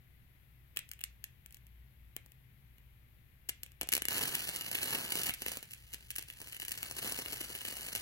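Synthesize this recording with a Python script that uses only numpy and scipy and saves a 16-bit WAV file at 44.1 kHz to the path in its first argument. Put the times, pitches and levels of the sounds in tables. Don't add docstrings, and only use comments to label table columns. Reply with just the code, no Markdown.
import sys
import numpy as np
from scipy import signal
from scipy.fft import rfft, irfft, next_fast_len
from scipy.io import wavfile
from scipy.ndimage import map_coordinates

SR = 44100
rng = np.random.default_rng(int(sys.argv[2]) if len(sys.argv) > 2 else 0)


def elevation(decibels):
    levels = np.asarray(decibels, float)
    return 10 ** (levels / 20)


def waveform_to_disk(signal):
    frames = np.transpose(np.atleast_2d(signal))
    scaled = np.clip(frames, -1, 1) * 32767
    samples = np.round(scaled).astype(np.int16)
    wavfile.write(sys.argv[1], SR, samples)


N = 353241


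def unit(x):
    return x / np.sqrt(np.mean(x ** 2, axis=-1, keepdims=True) + 1e-20)


def along(points, hz):
    point_hz, value = np.transpose(points)
    return np.interp(np.log(hz + 1), np.log(point_hz + 1), value)


def curves(rows, silent=None):
    s, *columns = np.transpose(rows)
    return [np.interp(np.arange(N) / SR, s, column, left=silent) for column in columns]


def wobble(rate):
    knots = rng.standard_normal(int(N * rate / SR) + 4)
    return map_coordinates(knots, [np.arange(N) * rate / SR])


def filtered(x, response):
    m = 2 * next_fast_len(N // 2 + SR // 4)
    return irfft(rfft(x, m) * response(np.fft.rfftfreq(m, 1 / SR)), m)[..., :N]


def causal(points):
    def response(hz):
        cepstrum = irfft(np.log(elevation(along(points, hz))))
        cepstrum[1:len(hz) - 1] *= 2
        cepstrum[len(hz):] = 0
        return np.exp(rfft(cepstrum))
    return response


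def band(x, lo_hz, hi_hz):
    return signal.sosfilt(signal.butter(2, [lo_hz, hi_hz], "band", fs=SR, output="sos"), x)


# (time [s], peak level [dB], flame puff re peak [dB], cup ring re peak [dB])
LONE_POPS = [(0.7622, -39, -30, -2), (0.7645, -33.5, -20, -12), (0.7713, -20.5, -33, -1.5),
             (0.7729, -27, -41, -20), (0.7911, -26.5, -33, -10), (0.891, -40, -36, -21),
             (0.9151, -28, -54, -10.5), (0.935, -38, -46, -8), (0.992, -45, -26, 1.5),
             (1.0084, -39, -25, -3), (1.0132, -35, -36, -4), (1.039, -20.5, -44, -13.5),
             (1.2413, -26, -35, -10), (1.4612, -37.5, -29, -8), (1.508, -47, -26, -7),
             (1.5252, -44, -37, -16), (1.5453, -38, -36, -15), (1.5695, -46, -33, -6),
             (1.668, -49, -38, -9), (2.1653, -28.5, -18.5, -5), (2.262, -48, -12, -23),
             (2.32, -48.5, -20, -5), (2.783, -52.5, -15, -2), (3.4885, -33, -24, -9),
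             (3.491, -21.5, -29, -25), (3.4939, -20, -28.5, -10), (3.4981, -27, -42, -13),
             (3.6335, -25, -31, -10.5), (3.663, -42, -26, -3.5), (3.719, -45, -23, -9)]
OPENING_VOLLEY = [(3.8127, -17.5, -18, -10.5), (3.8183, -30, -13.5, 2.5), (3.8318, -26, -18, -20),
                  (3.8733, -37, -15, -17), (3.8892, -18, -27, -14), (3.9174, -39, -22, -8),
                  (3.9209, -18, -29, -13), (3.926, -17.5, -31, -12), (3.9268, -14.5, -31, -7),
                  (3.9366, -10, -31.5, -18), (3.952, -12.5, -27, -25), (3.9668, -16.5, -26, -8),
                  (3.9786, -19.5, -18, -14), (4.021, -18.5, -23, -6.5), (4.0435, -44, -23, -7),
                  (4.0536, -18, -26.5, -12), (4.0848, -13.5, -27, -10)]


def pops(spray_db, spray_s, echo_db):
    t = np.arange(512) / SR
    snap, ring, puff = np.zeros((3, N + len(t)))
    for s, db, puff_db, ring_db in np.vstack([LONE_POPS, OPENING_VOLLEY, spits()]):
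        spray = elevation(spray_db + rng.normal(0, 1.36) - 60 * t / spray_s)
        burst = spray * rng.standard_normal(len(t))
        burst[0] = 1
        echo_at = rng.integers(50, 75)
        burst[echo_at] += elevation(echo_db + rng.normal(0, 3)) * rng.choice([-1, 1])
        start = round(s * SR)
        at = slice(start, start + len(t))
        snap[at] += elevation(db + 21.0) * burst
        ring[at] += elevation(db + ring_db + 27.5) * burst
        puff[at] += elevation(db + puff_db + 46) * burst
    return band(snap[:N], 3380, 19845) + band(ring[:N], 2015, 4380) + band(puff[:N], 202, 770)


# (time [s], level [dB])
BOIL_LEVEL = [(4.075, -76), (4.1, -38), (4.36, -41), (4.4, -42), (4.8, -43.5), (4.85, -39.5), (4.97, -38),
              (5.08, -44), (5.16, -39.5), (5.295, -40), (5.325, -58.5), (5.52, -42.5), (5.66, -61.5),
              (6.15, -62.5), (6.95, -48.5), (7.06, -41.5), (7.25, -47), (8.01, -47.5)]
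# (time [s], peak level [dB], flame puff re peak [dB])
FIRST_BOIL_SPITS = [(4.128, -23, -32), (4.1642, -23, -29), (4.18, -17.5, -28.5), (4.2289, -20, -34),
                    (4.2759, -23, -33), (4.3514, -14.5, -46), (4.3919, -24.5, -37), (4.489, -20.5, -21),
                    (4.5607, -21, -29), (4.6094, -22.5, -25), (4.7132, -21, -23), (4.7499, -19, -24.5),
                    (4.7855, -26.5, -23), (4.8307, -19, -25), (4.9474, -19.5, -18.5),
                    (5.1202, -18.5, -26.5), (5.1536, -18.5, -20), (5.1862, -24, -34), (5.233, -18.5, -31),
                    (5.2934, -19.5, -27), (5.3374, -23, -33.5), (5.419, -22, -20.5), (5.462, -21, -19),
                    (5.4821, -20, -25), (5.5171, -23, -21.5), (5.57, -24, -20), (5.6267, -29.5, -24),
                    (5.7087, -34, -39), (5.7182, -36, -39), (5.735, -29.5, -46)]
LULL_SPITS = [(5.9298, -34, -35), (5.9356, -26.5, -37), (5.9433, -26, -27), (6.104, -24, -34.5),
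              (6.124, -50, -32), (6.1548, -30.5, -34), (6.1602, -23, -42), (6.1824, -21.5, -27),
              (6.2113, -37, -28), (6.2248, -30.5, -30), (6.2838, -36, -28), (6.2999, -32.5, -32),
              (6.325, -40.5, -32), (6.402, -34.5, -18), (6.4149, -29, -18.5), (6.4717, -32.5, -25),
              (6.4867, -37, -35), (6.5236, -30, -29), (6.546, -31, -32), (6.5652, -30.5, -29),
              (6.5987, -26.5, -28), (6.6123, -31, -34), (6.6189, -28.5, -36), (6.629, -32.5, -18.5),
              (6.6496, -26.5, -30), (6.6818, -24, -33), (6.7084, -27, -28), (6.7176, -19.5, -32),
              (6.7753, -27, -29)]
SECOND_BOIL_SPITS = [(6.8288, -21, -24), (6.9106, -24.5, -19.5), (6.9664, -27.5, -21), (7.0267, -26.5, -20),
                     (7.0452, -25, -15.5), (7.0738, -24, -20.5), (7.0953, -28, -28), (7.1204, -21, -21),
                     (7.1879, -23, -17.5), (7.1956, -29, -16), (7.259, -30, -14.5), (7.323, -25.5, -24),
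                     (7.3297, -22.5, -20), (7.4082, -25, -18.5), (7.4113, -25, -20.5), (7.5003, -33, -12.5),
                     (7.5499, -27, -22), (7.6137, -30.5, -19.5), (7.6495, -26, -22), (7.6803, -29, -19),
                     (7.7245, -32.5, -15), (7.7672, -27, -20.5), (7.8085, -30, -27), (7.8286, -31, -24),
                     (7.864, -27.5, -26), (7.9504, -18.5, -26), (7.9608, -24, -22.5)]


def spits():
    late_s, brood_s, brood_db = .0013, .008, -7.5
    stray_per_s, stray_db, stray_puff_db = 30, 13.5, -26
    ring_db, ring_spread_db = -13, 6.5
    s, db, puff_db = np.vstack([FIRST_BOIL_SPITS, LULL_SPITS, SECOND_BOIL_SPITS]).T
    s = s + late_s
    luck = rng.random((len(s), 4))
    broods = []
    for k in range(2):
        brood_at = s + brood_s * (2 * luck[:, k] - .5)
        broods.append((brood_at, db + brood_db * (.5 + luck[:, k + 2]), puff_db))
    luck = rng.random((400, 3))
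    at = luck[:, 0] * (N / SR - .02)
    level = np.interp(at, *np.transpose(BOIL_LEVEL), left=-120) + stray_db - 9 * luck[:, 1]
    happens = luck[:, 2] < stray_per_s * N / SR / 400
    strays = np.array([at, level, np.full(400, stray_puff_db)])[:, happens]
    rows = np.hstack([(s, db, puff_db), *broods, strays])
    ring = ring_db + ring_spread_db * rng.standard_normal(rows.shape[1])
    return np.vstack([rows, ring]).T


def sizzle(rate, spread_db, steam_db):
    boil_db, = curves(BOIL_LEVEL, silent=-120)
    flutter_db = -48.5 + 1.35 * (boil_db + 40.5)
    clump_db = .8 * wobble(40) + 2.4 * wobble(130) + 2.6 * wobble(450)
    size_db = spread_db * np.minimum(rng.exponential(size=N), 3.5)
    ticks = (rng.random(N) < rate / SR) * elevation(size_db) * rng.choice([-1, 1], N)
    steam = elevation(steam_db) * rng.standard_normal(N)
    fizz = unit(elevation(clump_db) * (unit(ticks) + steam))
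    gusts = elevation(clump_db + 2.0 * wobble(11)) * rng.standard_normal(N)
    flutter = unit(band(gusts, 88, 1160))
    return elevation(boil_db + 11.5) * band(fizz, 1790, 19845) + elevation(flutter_db + 10.5) * flutter


# (frequency [Hz], gain [dB])
LEFT_PATH = [(170, -9), (650, -14), (1550, -9), (1900, -18), (2400, -5), (2750, 0), (3300, -6), (3850, -13),
             (4300, -7), (5000, -8), (6700, -13), (7500, -10), (11000, -14), (15500, -11)]
RIGHT_PATH = [(170, -10), (1200, -16), (1750, -4), (2400, -4.5), (2750, -1), (3450, -7.5), (4200, -8),
              (5100, -18), (5900, -12), (7200, -17), (9300, -15), (11400, -7), (13000, -6), (15500, -12)]
# (frequency [Hz], phase lead [rad])
LEFT_LEAD = [(170, 0), (860, 1), (1400, .7), (1720, -.4), (1950, 2.2), (2450, 3.14), (2720, 3.14),
             (2920, 2), (3100, 3.14), (3700, 3.25), (4050, 5.4), (4650, 5.7), (5000, 4.2), (9000, 10.5),
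             (16000, 18)]
# (time [s], left minus right in the treble [dB], lead change [samples])
PORT_AIM = [
    (1.3, 6.5, -2.3),
    (2.2, 10, -2),
    (3.5, 7, -1.2),
    (4.2, .5, 0),
    (5.3, .5, 0),
    (6.8, 4.5, 0),
]


def ports(wick, wander):
    rim_s, rim_db = .000968, -9
    ring_turn = -1.4
    sheen_gain, sheen_from_db = 1.5, 4
    point_hz = sorted(hz for hz, _ in [*LEFT_PATH, *RIGHT_PATH])
    shared = [(hz, (along(LEFT_PATH, hz) + along(RIGHT_PATH, hz)) / 2) for hz in point_hz]

    def half(hz):
        gain = elevation((along(LEFT_PATH, hz) - along(RIGHT_PATH, hz)) / 2)
        return gain * np.exp(.5j * along(LEFT_LEAD, hz))

    def rim(hz):
        echo = elevation(rim_db) * np.exp(-2j * np.pi * hz * rim_s)
        return 1 + echo / (1 + (7000 / (hz + 1)) ** 4)

    pair = filtered(wick, lambda hz: causal(shared)(hz) * [half(hz), rim(hz) / half(hz)])

    def above(edge_hz):
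        return filtered(pair, lambda hz: 1 / (1 + (edge_hz / (hz + 1)) ** 4))

    upper, treble, sheen = above(2200), above(4700), above(10000)
    treble_db, lead = curves(PORT_AIM)
    ring_db = ring_turn * lead
    sheen_db = sheen_gain * np.maximum(treble_db - sheen_from_db, 0)
    sides = np.array([[.5], [-.5]])
    faced_ring = (upper - treble) * elevation(sides * ring_db)
    faced_treble = (treble + sheen * (elevation(sheen_db) - 1)) * elevation(sides * treble_db)
    shift = np.arange(N) + sides * (lead + wander * wobble(200))
    moved = [map_coordinates(port, [at]) for port, at in zip(faced_ring + faced_treble, shift)]
    return pair - upper + moved


# (frequency [Hz], gain [dB])
DIFFUSE_FIELD = [(200, -11.5), (1000, -12.5), (1800, -3), (3500, -7.5), (5500, -14.5), (9000, -9.5),
                 (12500, -5.5), (16000, -26)]
# (frequency [Hz], t60 [s])
ROOM_DECAY = [(300, 0.14), (2500, 0.29), (6000, 0.23), (14000, 0.036)]


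def room(wick, scatter_db, scatter_s, tail_db):
    wick = filtered(wick, causal(DIFFUSE_FIELD))[None]
    out = np.zeros((2, N))
    turn = np.array([wobble(12) for _ in range(3)])

    def energy(v):
        return v / np.linalg.norm(v, axis=1, keepdims=True)

    for share in turn / np.linalg.norm(turn, axis=0):
        hz, t, z = signal.stft(rng.standard_normal((2, SR // 2)), SR, nperseg=256)
        decay = elevation(-60 * t / along(ROOM_DECAY, hz)[:, None])
        tail = signal.istft(z * decay, SR, nperseg=256)[1]
        t = np.arange(tail.shape[1]) / SR
        near = rng.standard_normal(tail.shape) * elevation(-60 * t / scatter_s) * (t > .0006)
        scatter = elevation(scatter_db) * band(energy(near), 3600, 19845)
        answer = scatter + elevation(tail_db) * energy(tail * (t > .006))
        out += signal.oaconvolve(wick * share, answer, axes=1)[:, :N]
    return out


# (frequency [Hz], level [dB per Hz])
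LEFT_HISS = [(25, -14.5), (60, -1), (120, -3), (200, -16), (500, -28.5), (1200, -31.5), (2000, -19.5),
             (3600, -28), (5500, -39.5), (9300, -39.5), (10800, -29.5), (12500, -25.5), (15700, -31)]
RIGHT_HISS = [(25, -6.5), (60, -8), (120, -5), (200, -17.5), (500, -29), (1200, -30), (2000, -34.5),
              (3600, -39.5), (5500, -45.5), (9300, -47), (10800, -39.5), (12500, -30), (15700, -36)]
# (frequency [Hz], correlation [-1 to 1])
AIR_LIKENESS = [(60, 0.91), (240, 0.52), (950, -0.089), (3770, -0.16), (15000, 0.03)]
# (frequency [Hz], width [Hz], level [dB])
MAINS_HUM = [
    (58.8, 3.86, -65),
    (122.4, 16, -70),
]


def air(level_db):
    def turn(hz):
        return np.arccos(np.clip(along(AIR_LIKENESS, hz), -1, 1)) / 2

    noise = rng.standard_normal((2, N))
    mid, side = filtered(noise, lambda hz: [np.cos(turn(hz)), np.sin(turn(hz))])
    pair = np.array([mid + side, mid - side])
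    pair = filtered(pair, lambda hz: elevation([along(LEFT_HISS, hz), along(RIGHT_HISS, hz)]))
    hum = np.zeros(N)
    for hz, width, db in MAINS_HUM:
        hum += elevation(db) * unit(band(rng.standard_normal(N), hz - width / 2, hz + width / 2))
    return elevation(level_db) * pair / np.std(pair) + hum * elevation([[1.2], [-1.2]])


def scene():
    bursts = pops(spray_db=-27, spray_s=.015, echo_db=-12)
    wick = bursts + sizzle(rate=2500, spread_db=4.0, steam_db=-7.5)
    answer = room(wick, scatter_db=-7.5, scatter_s=0.018, tail_db=-13.5)
    return ports(wick, wander=0.5) + answer + air(level_db=-63)


def top_cut(x):
    return signal.sosfilt(signal.butter(12, 17150, fs=SR, output="sos"), x)


def record(dry):
    top_hz, end_hz = 15950, 17100
    hz, t, (mid, side) = signal.stft([dry[0] + dry[1], dry[0] - dry[1]], SR, nperseg=2048)

    def strip(z):
        return np.add.reduceat(abs(z) ** 2, np.arange(0, len(hz), 12))

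    power = np.sum(abs(side[hz > 6000]) ** 2, 0)
    attack = power > elevation(2 * 11) * np.roll(power, 1)
    audible = np.repeat(strip(mid) > elevation(2 * -9.5) * strip(side), 12, 0)[:len(hz)]
    hz = hz[:, None]
    mid = mid * (audible | attack | (hz > 4000))
    edge = (hz < top_hz) + elevation(-15) * attack * (hz >= top_hz) * (hz < end_hz)
    hz = hz[:, 0]
    mix = signal.istft(np.array([mid + side, mid - side]) * edge / 2, SR, nperseg=2048)[1][:, :N]
    return top_cut(mix)


dry = scene()
out = record(dry)
waveform_to_disk(out)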